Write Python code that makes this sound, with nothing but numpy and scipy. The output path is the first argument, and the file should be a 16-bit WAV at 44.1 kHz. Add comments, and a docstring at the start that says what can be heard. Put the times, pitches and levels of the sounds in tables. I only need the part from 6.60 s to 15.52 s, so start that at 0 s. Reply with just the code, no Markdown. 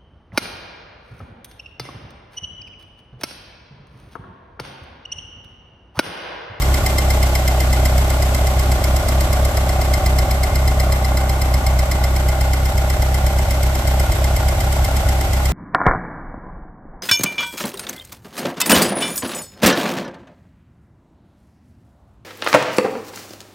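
"""A cooling fan rushes and carburettors gulp: an air-cooled flat-four idles at about 980 rpm, lid open,
close to a hand-held pair of microphones. Once every engine cycle a spark arcs and rings the metal
near it with a sharp tick. Each firing drives the resonances of the exhaust with a thump and a chuff,
and valve gear knocks in the case. Now and then a cylinder misses, leaving a hole and a burble."""
import sys
import numpy as np
from scipy import signal
from scipy.fft import rfft, irfft
from scipy.io import wavfile

SR = 44100
rng = np.random.default_rng(int(sys.argv[2]) if len(sys.argv) > 2 else 0)


def to_wav(s):
    """Save 16-bit WAV."""
    ch = np.atleast_2d(s).T  # columns
    pcm = np.round(np.clip(ch, -1, 1) * 32767)  # PCM
    wavfile.write(sys.argv[1], SR, pcm.astype(np.int16))


N = 393372
TIME = np.arange(N) / SR
FREQS = np.fft.rfftfreq(N, 1 / SR)


def gain_of(db):
    """Amplitude ratio of a level in decibels."""
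    return 10 ** (np.asarray(db) / 20)


def unit_rms(x):
    """Normalisation to rms 1."""
    return x / np.sqrt(np.mean(x ** 2) + 1e-20)


def spectrum(points):
    """Amplitude response through (Hz, dB) points, interpolated on a log-frequency axis."""
    hz, db = np.transpose(points)
    return gain_of(np.interp(np.log(FREQS + 1), np.log(hz + 1), db))


def follow(points, column=1):
    """Linear interpolation of one column of a time curve at every sample."""
    columns = np.transpose(points)
    return np.interp(TIME, columns[0], columns[column])


def filtered(x, response):
    """Linear filtering: the spectrum is multiplied by a frequency response."""
    return irfft(rfft(x) * response, N)


def mode(hz, width_hz):
    """Response of a damped resonator, gain 1 at its peak."""
    s = 1j * FREQS
    return width_hz * s / (s * s + width_hz * s + hz * hz)


def wander(hz):
    """Random fluctuation of rms 1, low-passed at about the given rate."""
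    return unit_rms(filtered(rng.standard_normal(N), np.exp(-(FREQS / hz) ** 2)))


def tone(hz, waver, waver_hz):
    """Frequency modulation: a sine of rms 1 whose pitch wavers by a share of itself."""
    pitch = hz * (1 + waver * wander(waver_hz))
    return np.sqrt(2) * np.sin(2 * np.pi * np.cumsum(pitch) / SR)


def impulses(times, sizes):
    """An impulse train with the given times and sizes."""
    at = np.round(np.ravel(times) * SR).astype(int)
    heard = (at >= 0) & (at < N)
    return np.bincount(at[heard], np.ravel(sizes)[heard], N)


def bursts(times, sizes, shape):
    """Convolution with an impulse train repeats one shape at each of the times."""
    return signal.oaconvolve(impulses(times, sizes), shape / shape.max())[:N]


def swell(length_s):
    """Envelope with a linear rise and a Gaussian fall."""
    u = TIME[:SR // 8] / length_s
    return u * np.exp(-u ** 2)


def tail(rise_s, fall_s):
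    """Envelope with a smooth onset and an exponential decay."""
    t = TIME[:SR // 8]
    return (1 - np.exp(-(t / rise_s) ** 2)) * np.exp(-t / fall_s)


# Stereo width of the noise. Each row: frequency in Hz, side minus mid level in dB.
STEREO_WIDTH = [(60, -11), (110, -11), (200, -20.5), (380, -13.5), (700, -5.5), (1290, -1.5), (2380, 1),
                (4400, 0), (8120, 0), (15000, -1)]

def noise_pair():
    """Partial coherence: white noise at two microphones is alike in the bass, unrelated in the treble."""
    mid, side = rng.standard_normal((2, N))
    ratio = spectrum(STEREO_WIDTH)
    side = filtered(side, ratio)
    return filtered(np.array([mid + side, mid - side]), 1 / np.sqrt(1 + ratio ** 2))


# Path of the microphones. Each row: time in seconds, nearness to the engine in dB,
# tilt (0 facing the engine, 1 facing the raised lid).
MIC_PATH = [(0, 2.3, 0.19), (1.0, 1.2, -0.12), (2.7, 1.26, 0.7), (3.6, 0.018, 0.85), (4.9, -0.8, 1),
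            (5.9, -1.84, 0.0024), (7.5, -.4, -0.39), (8.9, -0.76, -0.57)]

def pickup(nearness, tilt_db):
    """Distance and direction set a source's gain: it takes its own multiple of the nearness and tilt."""
    return gain_of(nearness * follow(MIC_PATH) + tilt_db * follow(MIC_PATH, column=2))


# Rush of the fan and belt. Each row: frequency in Hz, relative spectral density in dB.
FAN_RUSH = [(300, -15.5), (480, -8.5), (560, 7.5), (660, 2.5), (850, 4), (950, -5), (1250, -12),
            (1500, -2.5), (1720, -12.5), (2100, -0.5), (2600, -20), (5000, -46)]
# Low rush in the fan shroud. Each row: frequency in Hz, relative spectral density in dB.
SHROUD_RUSH = [(15, -10), (28, 3.5), (48, 3.5), (90, 5), (160, -3.5), (250, 0.5), (340, -3.5), (410, -3),
               (470, -10.5), (700, -34)]
# Whine of the blades. Each row: time in seconds, frequency in Hz, level in dB.
BLADE_WHINE = [(0, 752.7, -37.5), (3.5, 754.6, -35), (5.7, 776.8, -37), (8.9, 768, -39.5)]

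def fan(rush_db=-32, shroud_db=-31, hollow_db=-39.5, hollow_hz=1125, flutter=0.57):
    """Broadband flow noise fills the shroud and excites a cavity resonance of the bay; the blades whine."""
    rush = gain_of(rush_db) * unit_rms(filtered(noise_pair(), spectrum(FAN_RUSH)))
    shroud = gain_of(shroud_db) * unit_rms(filtered(noise_pair(), spectrum(SHROUD_RUSH)))
    shroud *= pickup(nearness=1.24, tilt_db=0.9)
    hollow = gain_of(hollow_db) * unit_rms(filtered(noise_pair(), mode(hollow_hz, width_hz=210) ** 2))
    hollow *= pickup(nearness=0.99, tilt_db=4.5)
    whine = gain_of(follow(BLADE_WHINE, column=2)) * tone(follow(BLADE_WHINE), waver=0.012, waver_hz=28.1)
    return rush + shroud + hollow + whine * (1 + flutter * wander(hz=21))


def generator(level_db=-43, hum_hz=338):
    """The belt-driven generator hums faintly: one tone under random frequency modulation."""
    hum = tone(hum_hz, waver=0.0245, waver_hz=25.3)
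    return gain_of(level_db) * pickup(nearness=2.1, tilt_db=-1.3) * hum


# The slightly hunting idle. Each row: time in seconds, crank speed in rpm.
IDLE_RPM = [(0.0, 982.9), (0.4, 999.4), (0.55, 966.8), (1.2, 950.4), (1.4, 981.7), (2.05, 969.3),
            (2.95, 996.6), (3.5, 957.8), (4.0, 990.3), (4.45, 960.4), (4.8, 985.9), (4.95, 958.1),
            (6.6, 989.4), (7.45, 977.1), (8.05, 1000.4), (8.92, 972.4)]

def cycle_starts(first_s=0.0188, step_s=0.001):
    """Phase is the integral of speed: a new engine cycle starts every two crank turns."""
    t = np.arange(-0.25, N / SR + 0.25, step_s)
    rpm = np.interp(t, *np.transpose(IDLE_RPM))
    cycles = np.cumsum(rpm) * step_s / 120
    cycles -= np.interp(first_s, t, cycles)
    return np.interp(np.arange(-1, int(cycles[-1]) + 1), cycles, t)


def every_cycle(phases):
    """Times (cycles x phases) at which the camshaft passes the given phases."""
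    starts = cycle_starts()
    cycles = np.arange(len(starts))
    return np.interp(cycles[:-1, None] + phases, cycles, starts)


# Carburettor gulps. Each row: phase from 0 to 1, half-width in cycles, height over the steady hiss.
INTAKE_GULPS = [(.13, 0.025, 0.21), (.34, 0.081, 0.55), (.56, 0.036, 0.34), (.84, 0.042, 0.16),
                (.96, 0.022, 0.25)]
# Intake hiss. Each row: frequency in Hz, relative spectral density in dB.
INTAKE_HISS = [(900, 6), (2200, 3.5), (3200, 3.5), (4500, 0), (5600, 0.5), (6800, -1.5), (7900, 2.5),
               (9200, -6), (10800, -5), (11900, 0.5), (13200, -5), (14200, -8), (15000, -9.5)]

def intake(level_db=-29.5, uneven=0.25):
    """Amplitude-modulated flow noise: the hiss swells each time a cylinder draws air."""
    starts = cycle_starts()
    cycles = np.interp(TIME, starts, np.arange(len(starts)))
    draw = np.ones(N)
    for phase, width, height in INTAKE_GULPS:
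        sizes = height * (1 + uneven * rng.standard_normal(len(starts)))
        draw += sizes[cycles.astype(int)] * np.exp(-((cycles % 1 - phase) / width) ** 2)
    hiss = filtered(noise_pair() * draw, spectrum(INTAKE_HISS))
    return gain_of(level_db) * pickup(nearness=0.92, tilt_db=-1.23) * unit_rms(hiss)


# Near-harmonic partials of the metal by the spark. Each row: frequency in Hz,
# relative left level in dB, relative right level in dB, gain in dB when facing the lid.
METAL_PARTIALS = [(2082, 4, 0.5, 0.5), (3130, -6, -7.5, -4), (4143, -7.5, -9.5, 6), (4870, -21, -14, 10),
                  (5184, -2.5, -0.5, 2), (7310, -0.5, -5, -0.5), (8390, -3, -14, -2), (9350, -11, -22, 0),
                  (10400, -8, -20, 0), (11450, -19, -12, 0), (12600, -18, -7, 2), (13600, -11, -6, 1),
                  (14600, -3, -17, 0)]

def metal_ring(drive, build_periods=2.1, spread_hz=72):
    """Forced vibration: each partial builds up over a few of its own periods, so low ones come last."""
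    tilt = follow(MIC_PATH, column=2)
    ring = np.zeros((2, N))
    for hz, left_db, right_db, tilt_db in METAL_PARTIALS:
        decay = np.exp(-hz / (build_periods * SR))
        envelope = signal.lfilter([1 - decay], [1, -decay], drive)
        partial = envelope * gain_of(tilt_db * tilt) * tone(hz, waver=spread_hz / hz, waver_hz=400)
        ring += gain_of([[left_db], [right_db]]) * partial
    ring[1] = np.roll(ring[1], 2)  # it reaches the right microphone a moment later
    return unit_rms(ring)


# Crackle of the arc. Each row: frequency in Hz, relative spectral density in dB.
ARC_CRACKLE = [(700, 7), (1600, -2), (3500, -4), (5000, 7), (6500, 1.5), (7900, 9.5), (9300, 0.5),
               (11000, 1), (12400, 7.5), (15000, -7.5)]
# The microphones drift in and out of the beamed ring. Each row: time in seconds, gain in dB.
RING_BEAM = [(0, 2.5), (0.6, 6), (1.4, 0.5), (2.6, -2.5), (3.4, 3.5), (4.6, 4), (6.2, 2.5), (7.9, -.5),
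             (8.9, 1)]

def spark(crackle_db=-36, ring_db=-37, echo_db=-15, linger_db=-45, lead_s=0.0022, grit=0.1, uneven_db=1.13):
    """Transient excitation: a brief arc sputters, echoes in the engine bay and rings the nearby metal."""
    times = cycle_starts() - lead_s
    sizes = gain_of(uneven_db * rng.standard_normal(len(times)))
    arc = bursts(times, sizes, swell(length_s=0.008))
    echo = gain_of(echo_db) * bursts(times, sizes, tail(rise_s=0.015, fall_s=0.012))
    sputter = noise_pair() * np.hypot(arc * np.exp(grit * wander(hz=900)), echo)  # the powers add
    crackle = gain_of(crackle_db) * unit_rms(filtered(sputter, spectrum(ARC_CRACKLE)))
    ring = gain_of(ring_db) * metal_ring(np.hypot(arc, echo))
    # the lowest partial lingers as a light rattle between the ticks
    linger = noise_pair() * bursts(times, sizes, tail(rise_s=0.0061, fall_s=0.047))
    linger = filtered(linger, mode(METAL_PARTIALS[0][0], width_hz=170) ** 2)
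    linger *= pickup(nearness=-1.0, tilt_db=1)
    metal = ring + gain_of(linger_db) * unit_rms(linger)
    return pickup(nearness=1.2, tilt_db=-0.5) * (crackle + gain_of(follow(RING_BEAM)) * metal)


# Exhaust strokes of the four cylinders. Each row: phase from 0 to 1, relative strength of the pulse,
# delay of the chuff in seconds, relative level of the chuff in dB.
EXHAUST_STROKES = [(0.015, 1.1, 0.012, -5), (0.266, 0.85, 0.015, -5.5), (0.518, 0.96, 0.00884, -4),
                   (.77, 1.04, .011, -2)]
# Runs of misfires. Each row: approximate start in seconds, number of misses,
# share of the pulse lost (over 1 the cold cylinder sucks gas back).
MISFIRE_RUNS = [(0.2, 1, 1.47), (1.93, 1, 0.54), (2.18, 4, 1.2), (3.4, 3, 1.25), (5.0, 2, 0.88),
                (6.12, 2, 1.17), (6.85, 1, 1.25), (7.21, 2, 0.84), (7.52, 4, 1.47), (7.94, 1, 1.6),
                (8.43, 2, 1.4)]

def firings():
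    """Firing times (cycles x cylinders) and shares lost; in a run a cylinder misses every second cycle."""
    times = every_cycle(np.transpose(EXHAUST_STROKES)[0])
    lost = np.zeros(times.shape)
    for start_s, count, share in MISFIRE_RUNS:
        cycle, cylinder = np.unravel_index(np.argmin(abs(times - start_s)), times.shape)
        lost[cycle::2, cylinder][:round(count)] = share
    return times, lost


# Exhaust resonances. Each row: frequency in Hz, bandwidth in Hz, signed weight at the tailpipe.
PIPE_MODES = [(39, 14.8, 2), (62.2, 16.5, -5), (105.3, 17, -1), (131.7, 19.6, 1.93), (163.6, 13, -0.13),
              (196, 24.6, 2.18)]

def exhaust(level_db=-15.5, pulse_s=0.0024, uneven=0.16, jitter_s=0.00048):
    """Pipe resonance: each firing's pressure pulse drives the modes; a misfire leaves a hole in the drone."""
    times, lost = firings()
    sizes = np.transpose(EXHAUST_STROKES)[1] * (1 - lost) * (1 + uneven * rng.standard_normal(times.shape))
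    times += jitter_s * rng.standard_normal(times.shape)
    pipes = sum(weight * mode(hz, width) for hz, width, weight in PIPE_MODES)
    smooth_pulse = np.exp(-(np.pi * FREQS * pulse_s) ** 2)
    return gain_of(level_db) * unit_rms(filtered(impulses(times, sizes), pipes * smooth_pulse))


# Knocks of the valve gear. Each row: phase from 0 to 1, relative level in dB.
VALVE_KNOCKS = [(.05, -2.5), (.28, -7), (0.333, -2.5), (.48, -5.5), (.565, -2.5), (.70, -6), (.80, -5.5)]
# Crankcase and tinware resonances. Each row: frequency in Hz, bandwidth in Hz, relative level in dB.
CASE_MODES = [(252, 36, -3.5), (359, 31, -3.5), (619, 106, 0), (831, 73, 4), (1067, 70, -4), (1432, 64, 0)]

def valve_gear(knock_db=-37, rattle_db=-33, uneven_db=1.0, jitter_s=0.00021, oil_cutoff_hz=2400):
    """Impact excitation: each knock rings the modes of the case with a clean blow, then a loose rattle."""
    phases, levels_db = np.transpose(VALVE_KNOCKS)
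    times = every_cycle(phases)
    times += jitter_s * rng.standard_normal(times.shape)
    sizes = gain_of(levels_db + uneven_db * rng.standard_normal(times.shape))
    case = sum((-1) ** k * gain_of(db) * mode(hz, width) for k, (hz, width, db) in enumerate(CASE_MODES))
    case /= 1 + (FREQS / oil_cutoff_hz) ** 4  # oil softens the blows
    knocks = gain_of(knock_db) * unit_rms(filtered(impulses(times, sizes), case))
    chatter = noise_pair() * bursts(times, sizes, tail(rise_s=0.0012, fall_s=0.0056))
    rattle = gain_of(rattle_db) * unit_rms(filtered(chatter, case))
    return pickup(nearness=0.15, tilt_db=-0.9) * (knocks + rattle)


# Strength of the chuffs at the microphones. Each row: time in seconds, level in dB.
CHUFF_LEVEL = [(0, -33), (0.7, -29.8), (2.9, -28.5), (5.2, -32.5), (7.9, -31.5), (8.9, -36)]

def chuffs(centre_hz=640, rise_per_s=22, swell_s=0.007, fade_s=0.0031, uneven_db=0.14, jitter_s=0.00026):
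    """Just after each pulse the gas gives a rising exponential chirp that swells slower than it stops."""
    phases, _, delays_s, levels_db = np.transpose(EXHAUST_STROKES)
    lead_s = 0.02
    t = TIME[:round(2 * lead_s * SR)] - lead_s  # zero at the envelope's peak
    turns = np.cumsum(centre_hz * np.exp(rise_per_s * t)) / SR
    envelope = np.exp(-(t / np.where(t < 0, swell_s, fade_s)) ** 2)
    chuff = np.sin(2 * np.pi * turns) * envelope
    times = every_cycle(phases) + delays_s - lead_s
    times += jitter_s * rng.standard_normal(times.shape)
    sizes = gain_of(levels_db + uneven_db * rng.standard_normal(times.shape))
    return gain_of(follow(CHUFF_LEVEL)) * unit_rms(bursts(times, sizes, chuff))


def burble(level_db=-34, pitch_hz=92, delay_s=0.01444):
    """A damped resonance sounds briefly as the piston pushes out the unburnt charge after a misfire."""
    times, lost = firings()
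    pushes = impulses(times + delay_s, lost)
    return gain_of(level_db) * unit_rms(filtered(pushes, mode(pitch_hz, width_hz=38) ** 2))


def scene():
    """Superposition of all the engine's sources, heard from over the open bay."""
    return exhaust() + burble() + chuffs() + valve_gear() + fan() + generator() + intake() + spark()


# Imbalance of the microphones. Each row: frequency in Hz, left minus right level in dB.
MIC_BALANCE = [(300, -.2), (700, 0), (1200, .7), (1800, .8), (2800, 1.5), (4200, -1), (6400, -2.3),
               (8000, -2.2), (9800, .5), (12000, -5.5), (15000, -1.5)]

def record(dry, cutoff_hz=15350):
    """Frequency response: each microphone has its own colour above the bass, and both are band-limited."""
    balance = spectrum(MIC_BALANCE)
    responses = np.array([balance, np.ones_like(balance)]) * np.sqrt(2 / (1 + balance ** 2))
    lowpass = signal.firwin(301, cutoff_hz, window=("kaiser", 9), fs=SR)
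    return signal.oaconvolve(filtered(dry, responses), lowpass[None], "same")


dry = scene()
out = record(dry)
to_wav(out)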